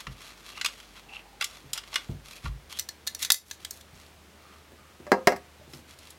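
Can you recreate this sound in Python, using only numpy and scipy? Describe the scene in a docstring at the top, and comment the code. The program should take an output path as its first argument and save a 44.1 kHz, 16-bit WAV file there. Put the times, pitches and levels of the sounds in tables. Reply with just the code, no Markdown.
"""A scrape and hard clicks: hands pull a plastic ring off a vacuum cleaner's cyclone housing, over a rubber mat.
Clicks and snaps are chattering contacts ringing the shell or thin metal rods; scrapes and squeaks are filtered friction.
The ring is set down on the bench with two loud knocks and some fainter ones, made of damped modes and dense noise.
Soft bumps on the mat excite the bench's lowest modes; a small room answers, over steady noise and a faint low hum."""
import sys
import numpy as np
from scipy import signal
from scipy.fft import rfft, irfft, next_fast_len
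from scipy.io import wavfile
from scipy.ndimage import uniform_filter1d, minimum_filter1d, map_coordinates

SR = 44100
rng = np.random.default_rng(int(sys.argv[2]) if len(sys.argv) > 2 else 0)


def inscribe(sig):
    """Save sig as 16-bit PCM at rate SR to the path in sys.argv[1].

    A 1-D sig is mono; a 2-D sig holds one channel per row.
    Samples are clipped to [-1, 1] before scaling.
    """
    pcm = np.round(np.clip(np.atleast_2d(sig).T, -1, 1) * 32767)
    wavfile.write(sys.argv[1], SR, pcm.astype(np.int16))


N = 272538  # samples

# Ring catching on a hard edge. Each row: start in seconds, level in dB before gain_db,
# brightness in dB per octave, favoured resonance in Hz.
CLICKS = [(0.068, -23, -4.5, 1192), (0.574, -28.5, -4, 1165), (0.612, -16, -0.4, 2010),
          (0.646, -14.5, 1, 2520), (0.659, -12.5, 2, 1174), (0.8, -34, 0.5, 3240), (1.41, -14, -1, 2730),
          (1.422, -17, -0.5, 3460), (1.442, -16, 6, 2880), (1.732, -14.5, 7.5, 7370),
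          (1.776, -21, 1.8, 5050), (1.835, -35, -2, 3000), (1.941, -21.5, 1.5, 5300),
          (1.957, -9.5, -1, 2940), (2.457, -25, -9, 1402), (5.272, -13.5, 2, 5770), (5.734, -33, 0.8, 5170),
          (5.987, -38.5, 7, 1140), (6.104, -34, 11.5, 3750)]
# Band edges in Hz.
CLICK_EDGES_HZ = [600, 2400, 6000, 16000]
# Tone shared by all clicks: relative dB in the low, middle and high band.
CLICK_TONE_DB = [-13, -8, -18]
# Resonances of the plastic shell, also heard in scrape(). Each row: centre in Hz, width in Hz, relative level in dB.
SHELL = [(1170, 62, -3), (1364, 64, 2.5), (2150, 540, -5.5), (2820, 124, 3), (3373, 190, -7.5),
         (3653, 67, -3), (4116, 220, -8.5), (4960, 190, -2), (5510, 190, -13), (5590, 13, -3.5),
         (6440, 160, -15.5), (7410, 160, -4.5), (9000, 41, -30.5), (9000, 89, -7), (9860, 56, -13.5),
         (9800, 28, -13), (12400, 180, -27.5), (12600, 84, -27)]


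def ring_clicks():
    """Plastic contacts ring the shell."""
    return contacts(CLICKS, CLICK_EDGES_HZ, CLICK_TONE_DB, SHELL, contact_t60_s=0.03, crack_db=2.0, spot_db=-4.5,
                    spot_q=26, rise_s=0.00046, hardening=0.08, soft_hz=12000, gain_db=-10.5, wet_db=-10.0)


# Rods catching on the ring. Each row: start in seconds, level in dB before gain_db,
# brightness in dB per octave, favoured resonance in Hz.
SNAPS = [(2.788, -19, 0.5, 4040), (2.795, -13, 2, 6020), (2.888, -20.5, -1, 4300), (3.067, -25, -1, 4750),
         (3.073, -13.5, 0.5, 4120), (3.078, -19, -1.5, 4200), (3.148, -19.5, 1.5, 5940),
         (3.227, -13.5, 0, 3520), (3.248, -14.5, -0.5, 3580), (3.303, 2.5, -2, 3600), (3.32, 7.5, 7, 11300),
         (3.343, -8, 1.5, 4620), (3.511, -17.5, -3, 4250), (3.648, -20, -1, 3400), (3.708, -21, 4, 6360),
         (3.809, -36.5, 0, 3540)]
# Band edges in Hz.
SNAP_EDGES_HZ = [800, 3000, 9000, 16000]
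# Tone shared by all snaps: relative dB in the low, middle and high band.
SNAP_TONE_DB = [-22, -9, -18]
# Resonances of the metal rods. Each row: centre in Hz, width in Hz, relative level in dB.
RODS = [(1753, 62, 8), (2027, 37, 5.5), (3100, 58, -28), (3320, 130, -5), (3780, 79, 3.5), (4350, 51, 3),
        (4740, 110, -8), (5370, 130, -12), (5890, 140, -5), (6180, 113, 3.5), (7050, 270, -5.5),
        (8230, 220, 4), (9760, 230, -31), (11540, 150, -9.5), (11540, 130, -3.5), (11980, 250, -9.5),
        (14050, 870, -6)]


def rod_snaps():
    """Shorter, brighter contacts ring the thin rods."""
    return contacts(SNAPS, SNAP_EDGES_HZ, SNAP_TONE_DB, RODS, contact_t60_s=0.015, crack_db=3.5, spot_db=-5.5,
                    spot_q=27, rise_s=0.0001, hardening=1.0, soft_hz=18250, gain_db=-11, wet_db=-10.5)


def contacts(table, edges_hz, tone_db, body, contact_t60_s, crack_db, spot_db, spot_q, rise_s, hardening,
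             soft_hz, gain_db, wet_db):
    """Hard contacts: a few milliseconds of chatter ring the body, and some is heard directly as a crack."""
    out, t = np.zeros(N), np.arange(SR // 3) / SR
    for start_s, db, brightness, spot_hz in table:
        attack_s = rise_s * amp(-hardening * db)  # harder blows bite faster
        chatter = rng.standard_normal(len(t)) * fade(t, contact_t60_s) * (1 - np.exp(-t / attack_s))
        crack = highpassed(chatter, 900)  # small parts radiate little bass
        spot = resonate(chatter, [(spot_hz, spot_hz / spot_q, 0)])  # each place of contact favours one resonance
        click = unit(resonate(chatter, body)) + amp(spot_db) * unit(spot) + amp(crack_db) * unit(crack)
        click = filtered(click, lambda hz: 1 / (1 + (hz / soft_hz) ** 6))  # softer material, duller top
        click = voiced(click, edges_hz, tone_db, brightness, size=180)
        add(out, start_s, in_room(amp(db + gain_db) * click, wet_db))
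    return out


# Ring landing and rocking on the bench. Each row: start in seconds, level in dB before gain_db,
# brightness in dB per octave, favoured mode in Hz, its dB against the knock.
KNOCKS = [(5.067, -32, 0, 587, 7), (5.118, -2, -1.5, 523, -8), (5.272, 0.5, 0.43, 711, -16),
          (5.321, -18, -.7, 800, -4), (5.362, -32.5, 4, 2086, -1)]
# Band edges in Hz.
KNOCK_EDGES_HZ = [160, 450, 650, 1400, 4500, 7000, 16000]
# Tone shared by all knocks: relative dB in six bands from low to high.
KNOCK_TONE_DB = [-16.5, -16.5, -13.5, -15, -27, -30.5]
# Modes of the ring on the bench top. Each row: frequency in Hz, relative level in dB, t60 in seconds.
BENCH = [(194.7, 4.5, 0.092), (230, -2, 0.094), (348.4, 1, 0.11), (397.4, -2, 0.16), (520, -2.5, 0.13),
         (591, 2, 0.08), (718, 0.5, 0.16), (807, -9, 0.2), (945, -1, 0.12), (1056, -17, 0.28),
         (1130, -9, 0.17), (1237, -20, 0.26), (1350, -17, 0.22), (1540, -22, .11), (1641, -2, 0.11),
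         (1754, -3, 0.048), (1870, -10, 0.07), (2064, -6.5, 0.1), (2240, -27, 0.051), (2730, -22.5, 0.15),
         (4180, -28, .1), (4910, -13, 0.072), (5340, -5.5, 0.019), (7840, -28, 0.1)]
# Spectrum of the dense modes. Each row: frequency in Hz, relative density in dB per Hz.
KNOCK_NOISE = [(59, -46), (100, -39), (160, -15), (289, -10), (535, -6), (1360, -14), (2130, -17),
               (2370, -24), (3700, -43), (4020, -30), (5770, -31), (8460, -49.5), (16000, -55)]


def set_down(noise_db, noise_t60_s, spot_q, gain_db, wet_db):
    """The ring lands on one edge, tips onto the other and rocks to rest; each knock rings damped modes."""
    out, t = np.zeros(N), np.arange(SR // 2) / SR
    for start_s, db, brightness, spot_hz, spot_db in KNOCKS:
        # modes too close to tell apart
        dense = coloured(rng.standard_normal(len(t)), KNOCK_NOISE) * fade(t, noise_t60_s)
        rocking = amp(2.5 * wobble(97, size=len(t)))  # the rocking contact roughens the ring
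        ring = ringing(t, BENCH, scatter_db=1) * rocking
        knock = highpassed(unit(ring) + amp(noise_db) * unit(dense), 60)
        knock = voiced(knock, KNOCK_EDGES_HZ, KNOCK_TONE_DB, brightness, size=440)
        # each edge favours one mode
        spot = np.sin(2 * np.pi * spot_hz * t) * np.exp(-np.pi * spot_hz * t / spot_q)
        knock = knock + amp(spot_db) * spot * rocking
        add(out, start_s, in_room(amp(db + gain_db) * knock, wet_db))
    return out


# Friction as the ring is drawn off the housing and along the rods. Each row: time in seconds, level in dB.
PULL = [(0, -42.5), (0.04, -56.5), (0.13, -60), (0.25, -47), (0.35, -56), (0.43, -57), (0.48, -48),
        (0.68, -50), (0.79, -55.5), (0.9, -58), (1.38, -83), (1.53, -48), (1.7, -66.5), (1.89, -53),
        (2.02, -54), (2.16, -59)]
PULL_BRIGHTNESS_DB_PER_OCTAVE = -0.27
# Short slides of fingers, ring and rods. 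Each row: start in seconds, length in seconds, level in dB,
# brightness in dB per octave.
STROKES = [(0.95, 0.056, -46.5, -2), (1.08, 0.14, -52.5, -2), (1.399, 0.02, -42.5, -2.5),
           (1.73, 0.079, -45.5, -2), (1.924, 0.024, -45.5, -4.5), (2.236, 0.19, -48.5, 1.5),
           (2.422, .07, -43, -1), (2.694, 0.043, -42.5, 1.5), (2.742, 0.074, -46, 1),
           (3.187, 0.082, -37, 5), (3.449, 0.11, -51.5, 7), (3.596, 0.059, -52, 1.5),
           (3.695, 0.12, -52.5, 6.5), (3.921, 0.19, -57.5, 1.5), (4.39, 0.24, -60, -1),
           (5.692, 0.12, -51.5, 4.5), (5.863, 0.086, -52.5, 1), (5.95, 0.21, -54, 1)]
# Plastic sticking and slipping on one note. Each row: start in seconds, length in seconds, level in dB, pitch in Hz.
SQUEAKS = [(0.512, .13, -50, 2730), (1.0, 0.42, -57.5, 820), (1.08, 0.13, -46.5, 2670),
           (1.764, 0.05, -45, 3000), (2.315, 0.08, -52.5, 2500), (2.696, 0.12, -47.5, 3260),
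           (3.197, 0.1, -45.5, 2010), (4.385, 0.25, -59, 1252), (4.764, 0.26, -62, 1200),
           (5.59, 0.073, -54.5, 558)]


def rubbing(squeak_q, wet_db):
    """One long pull and short strokes of friction; squeaks are friction through a sharp resonance."""
    pull_db = np.interp(np.arange(N) / SR, *np.transpose(PULL), right=-np.inf)
    out = amp(pull_db) * scrape(N, PULL_BRIGHTNESS_DB_PER_OCTAVE)
    t = np.arange(SR // 2) / SR
    for start_s, length_s, db, brightness in STROKES:
        add(out, start_s, amp(db) * slide(t, length_s) * scrape(len(t), brightness))
    for start_s, length_s, db, hz in SQUEAKS:
        narrow = resonate(friction(len(t)), [(hz, hz / squeak_q, 0)])
        squeak = resonate(narrow, [(hz, hz / 2, 0)])
        add(out, start_s, amp(db) * slide(t, length_s) * unit(squeak))
    return in_room(out, wet_db)


def friction(size, slip_rate_hz=330, grit_db=1, judder_db=3):
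    """Force between dusty surfaces: a fine hiss and tiny slips, under a juddering hand."""
    slips = (rng.random(size) < slip_rate_hz / SR) * rng.standard_normal(size)
    force = rng.standard_normal(size) + amp(grit_db) * unit(slips)
    return force * amp(judder_db * wobble(70, size=size))


# Spectrum of friction heard directly. Each row: frequency in Hz, relative density in dB per Hz.
SCRAPE = [(350, -35), (600, -9.5), (679, -9), (768, -8.5), (1160, -4), (1900, -11.5), (2870, -4),
          (3730, -4), (5260, -7), (8160, -13), (11800, -14.5), (13600, -22.5), (16000, -32)]


def scrape(size, brightness, shell_db=-2):
    """Friction heard directly and through the shell, at rms 1."""
    force = friction(size)
    x = unit(coloured(force, SCRAPE)) + amp(shell_db) * unit(resonate(force, SHELL))
    return unit(filtered(x, lambda hz: amp(brightness * np.log2(np.maximum(hz, 700) / 700))))


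def slide(t, length_s):
    """A slide gathers speed for 43% of its length and slows again; its power follows the speed."""
    return np.sqrt(np.interp(t / length_s, [0, 0.43, 1], [0, 1, 0]))


# Housing and hands bumping the mat. Each row: start in seconds, level in dB before gain_db,
# brightness in dB per octave.
BUMPS = [(0.072, -33, 0), (1.643, -40, 3), (2.092, -21.5, 1.3), (2.441, -26, -2.5), (2.464, -24.5, -5.5),
         (3.932, -42, 0), (4.72, -44, 12), (5.001, -37.5, 16), (5.595, -46.5, 7), (5.673, -43.5, 9.5),
         (5.734, -39, 10), (5.788, -43.5, 11)]
# Band edges in Hz.
BUMP_EDGES_HZ = [25, 100, 220, 700]
# Tone shared by all bumps: relative dB in the low, middle and high band.
BUMP_TONE_DB = [-11, -7, -20.5]
# Modes of the bench under the mat. Each row: frequency in Hz, relative level in dB, t60 in seconds.
MAT = [(53.7, 3, 0.32), (73.4, -18, 0.049), (132.8, 0.5, 0.23), (154.8, -5, 0.16), (204, -11, 0.016),
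       (258, -10, 0.11), (354, -8.5, 0.076), (434, -21.5, 0.14)]


def bumps(rise_s, push_t60_s, thud_db, gain_db, wet_db):
    """The soft mat lets only a dull push and the bench's lowest modes sound."""
    out, t = np.zeros(N), np.arange(SR // 2) / SR
    push_spectrum = [(20, -6), (70, 20.5), (350, -7.5), (700, -9.5), (2000, -37)]  # (Hz, relative dB)
    for start_s, db, brightness in BUMPS:
        thud = coloured(rng.standard_normal(len(t)), push_spectrum) * fade(t, push_t60_s)
        bump = unit(ringing(t, MAT, scatter_db=1.5)) + amp(thud_db) * unit(thud)
        bump = bump * (1 - np.exp(-t / rise_s))
        bump = voiced(bump, BUMP_EDGES_HZ, BUMP_TONE_DB, brightness, size=880)
        add(out, start_s, in_room(amp(db + gain_db) * bump, wet_db))
    return out


# Reverberation. Each row: frequency in Hz, t60 in seconds.
ROOM = [(150, 0.3), (1000, 0.19), (5000, 0.17), (15000, 0.15)]


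def in_room(x, wet_db):
    """x plus a diffuse noise tail, building up over about 1.3 ms, with treble dying first."""
    hz, t, z = signal.stft(rng.standard_normal(SR // 3), SR, nperseg=256)
    tail = signal.istft(z * fade(t, along(ROOM, hz)[:, None]), SR, nperseg=256)[1]
    tail = tail * (1 - np.exp(-np.arange(len(tail)) / SR / 0.0013))
    return x + amp(wet_db) * signal.fftconvolve(x, tail / np.linalg.norm(tail))[:len(x)]


# Room noise spectrum. Each row: frequency in Hz, relative density in dB per Hz.
AIR = [(15, -54.5), (25, -23), (43, -16), (58, -13.5), (80, -8), (114, -13), (200, -11), (249, -13),
       (344, -13), (560, -15.5), (863, -17), (1070, -18), (2000, -19.5), (2910, -21), (16000, -35.5)]
AIR_RMS_DB = -55.5
# Low hum that changes pitch once. Each row: start in seconds, end in seconds, frequency in Hz, mean level in dB.
HUM = [(0, 2.6, 49.76, -59), (2.6, 7.3, 75.4, -58.5)]


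def room_tone():
    """Steady coloured noise with a faint, slightly wavering sine hum."""
    t = np.arange(N) / SR
    hum = np.zeros(N)
    for start_s, end_s, hz, db in HUM:
        gate = uniform_filter1d(1. * ((t >= start_s) & (t < end_s)), size=2000)
        hum += amp(db + 0.58 * wobble(3.76)) * gate * np.sin(2 * np.pi * hz * t)
    return amp(AIR_RMS_DB) * unit(coloured(rng.standard_normal(N), AIR)) + hum


def amp(db):
    """Decibels to gain."""
    return 10 ** (np.asarray(db) / 20)


def unit(x):
    """Scaled to rms 1."""
    return x / np.sqrt(np.mean(x ** 2) + 1e-20)


def along(points, hz):
    """(Hz, value) points read on a log axis."""
    f, v = np.transpose(points)
    return np.interp(np.log(hz + 1), np.log(f + 1), v)


def fade(t, t60_s):
    """Exponential decay, 60 dB in t60_s."""
    return np.exp(-np.log(1000) * t / np.maximum(t60_s, 1e-3))


def wobble(rate_hz, size=N):
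    """A smooth random curve, rate_hz knots a second."""
    knots = rng.standard_normal(int(size * rate_hz / SR) + 4)
    return map_coordinates(knots, [np.arange(size) * rate_hz / SR])


def filtered(x, response):
    """x times a response of frequency."""
    m = next_fast_len(len(x) + SR // 4)
    return irfft(rfft(x, m) * response(np.fft.rfftfreq(m, 1 / SR)), m)[:len(x)]


def highpassed(x, corner_hz):
    """x through two first-order highpasses."""
    return filtered(x, lambda hz: (1j * hz / (1j * hz + corner_hz)) ** 2)


def coloured(x, spectrum):
    """x shaped by (Hz, dB) points."""
    return filtered(x, lambda hz: amp(along(spectrum, hz)))


def resonate(x, peaks):
    """x through a body's parallel resonances, with alternating signs."""
    def response(f):
        return sum((-1) ** k * amp(db) * 1j * f * width / (centre * centre - f * f + 1j * f * width)
                   for k, (centre, width, db) in enumerate(peaks))
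    return filtered(x, response)


def ringing(t, modes, scatter_db):
    """Damped modes, each struck at a new strength and sign."""
    out = np.zeros(len(t))
    for hz, db, t60_s in modes:
        strength = rng.choice([-1, 1]) * amp(db + scatter_db * rng.standard_normal())
        out += strength * fade(t, t60_s) * np.sin(2 * np.pi * hz * t)
    return out


def voiced(x, edges_hz, tone_db, brightness, size):
    """A body's tone, tilted by the hardness of the contact; the first size samples get rms 1."""
    hz = np.fft.rfftfreq(len(x), 1 / SR)
    centres = np.sqrt(np.multiply(edges_hz[:-1], edges_hz[1:]))
    band_db = tone_db + brightness * np.log2(centres / centres[0])
    for _ in range(2):  # the second pass corrects overlap between bands
        power = np.histogram(hz, edges_hz, weights=abs(rfft(x)) ** 2)[0]
        gain_db = band_db - 10 * np.log10(power + 1e-20)
        x = coloured(x, np.column_stack([centres, gain_db]))
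    return x / np.sqrt(np.mean(x[:size] ** 2))


def add(track, start_s, x):
    """Mix x into the track from start_s."""
    part = track[max(round(start_s * SR), 0):][:len(x)]
    part += x[:len(part)]


def scene():
    """All the handling and the room tone, in one channel."""
    plastic = ring_clicks()
    rods = rod_snaps()
    landing = set_down(noise_db=0, noise_t60_s=0.059, spot_q=68, gain_db=-10.5, wet_db=-12.5)
    sliding = rubbing(squeak_q=11, wet_db=-10.0)
    mat = bumps(rise_s=0.00057, push_t60_s=0.26, thud_db=-6.5, gain_db=-9, wet_db=-8.5)
    return (plastic + rods + landing + sliding + mat + room_tone())[None]


LIMIT_DB, RECOVERY_DB_PER_S = -3.5, 37


def limiter(x):
    """Peaks push the gain down at once; it recovers at a steady rate."""
    over_db = np.maximum(20 * np.log10(abs(x) + 1e-9) - LIMIT_DB, 0)
    recovered_db = RECOVERY_DB_PER_S * np.arange(N) / SR
    cut_db = np.maximum.accumulate(over_db + recovered_db) - recovered_db
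    return x * uniform_filter1d(minimum_filter1d(amp(-cut_db), size=16), size=16)


TOP_HZ = 16200


def record(dry):
    """The recorder drops the deepest bass, limits the highest peaks and keeps nothing well above TOP_HZ."""
    x = signal.sosfilt(signal.butter(4, 30, "highpass", fs=SR, output="sos"), dry[0])
    return filtered(limiter(x), lambda hz: np.clip((TOP_HZ - hz) / 600 + .5, 0, 1) ** 2)[None]


dry = scene()
out = record(dry)
inscribe(out)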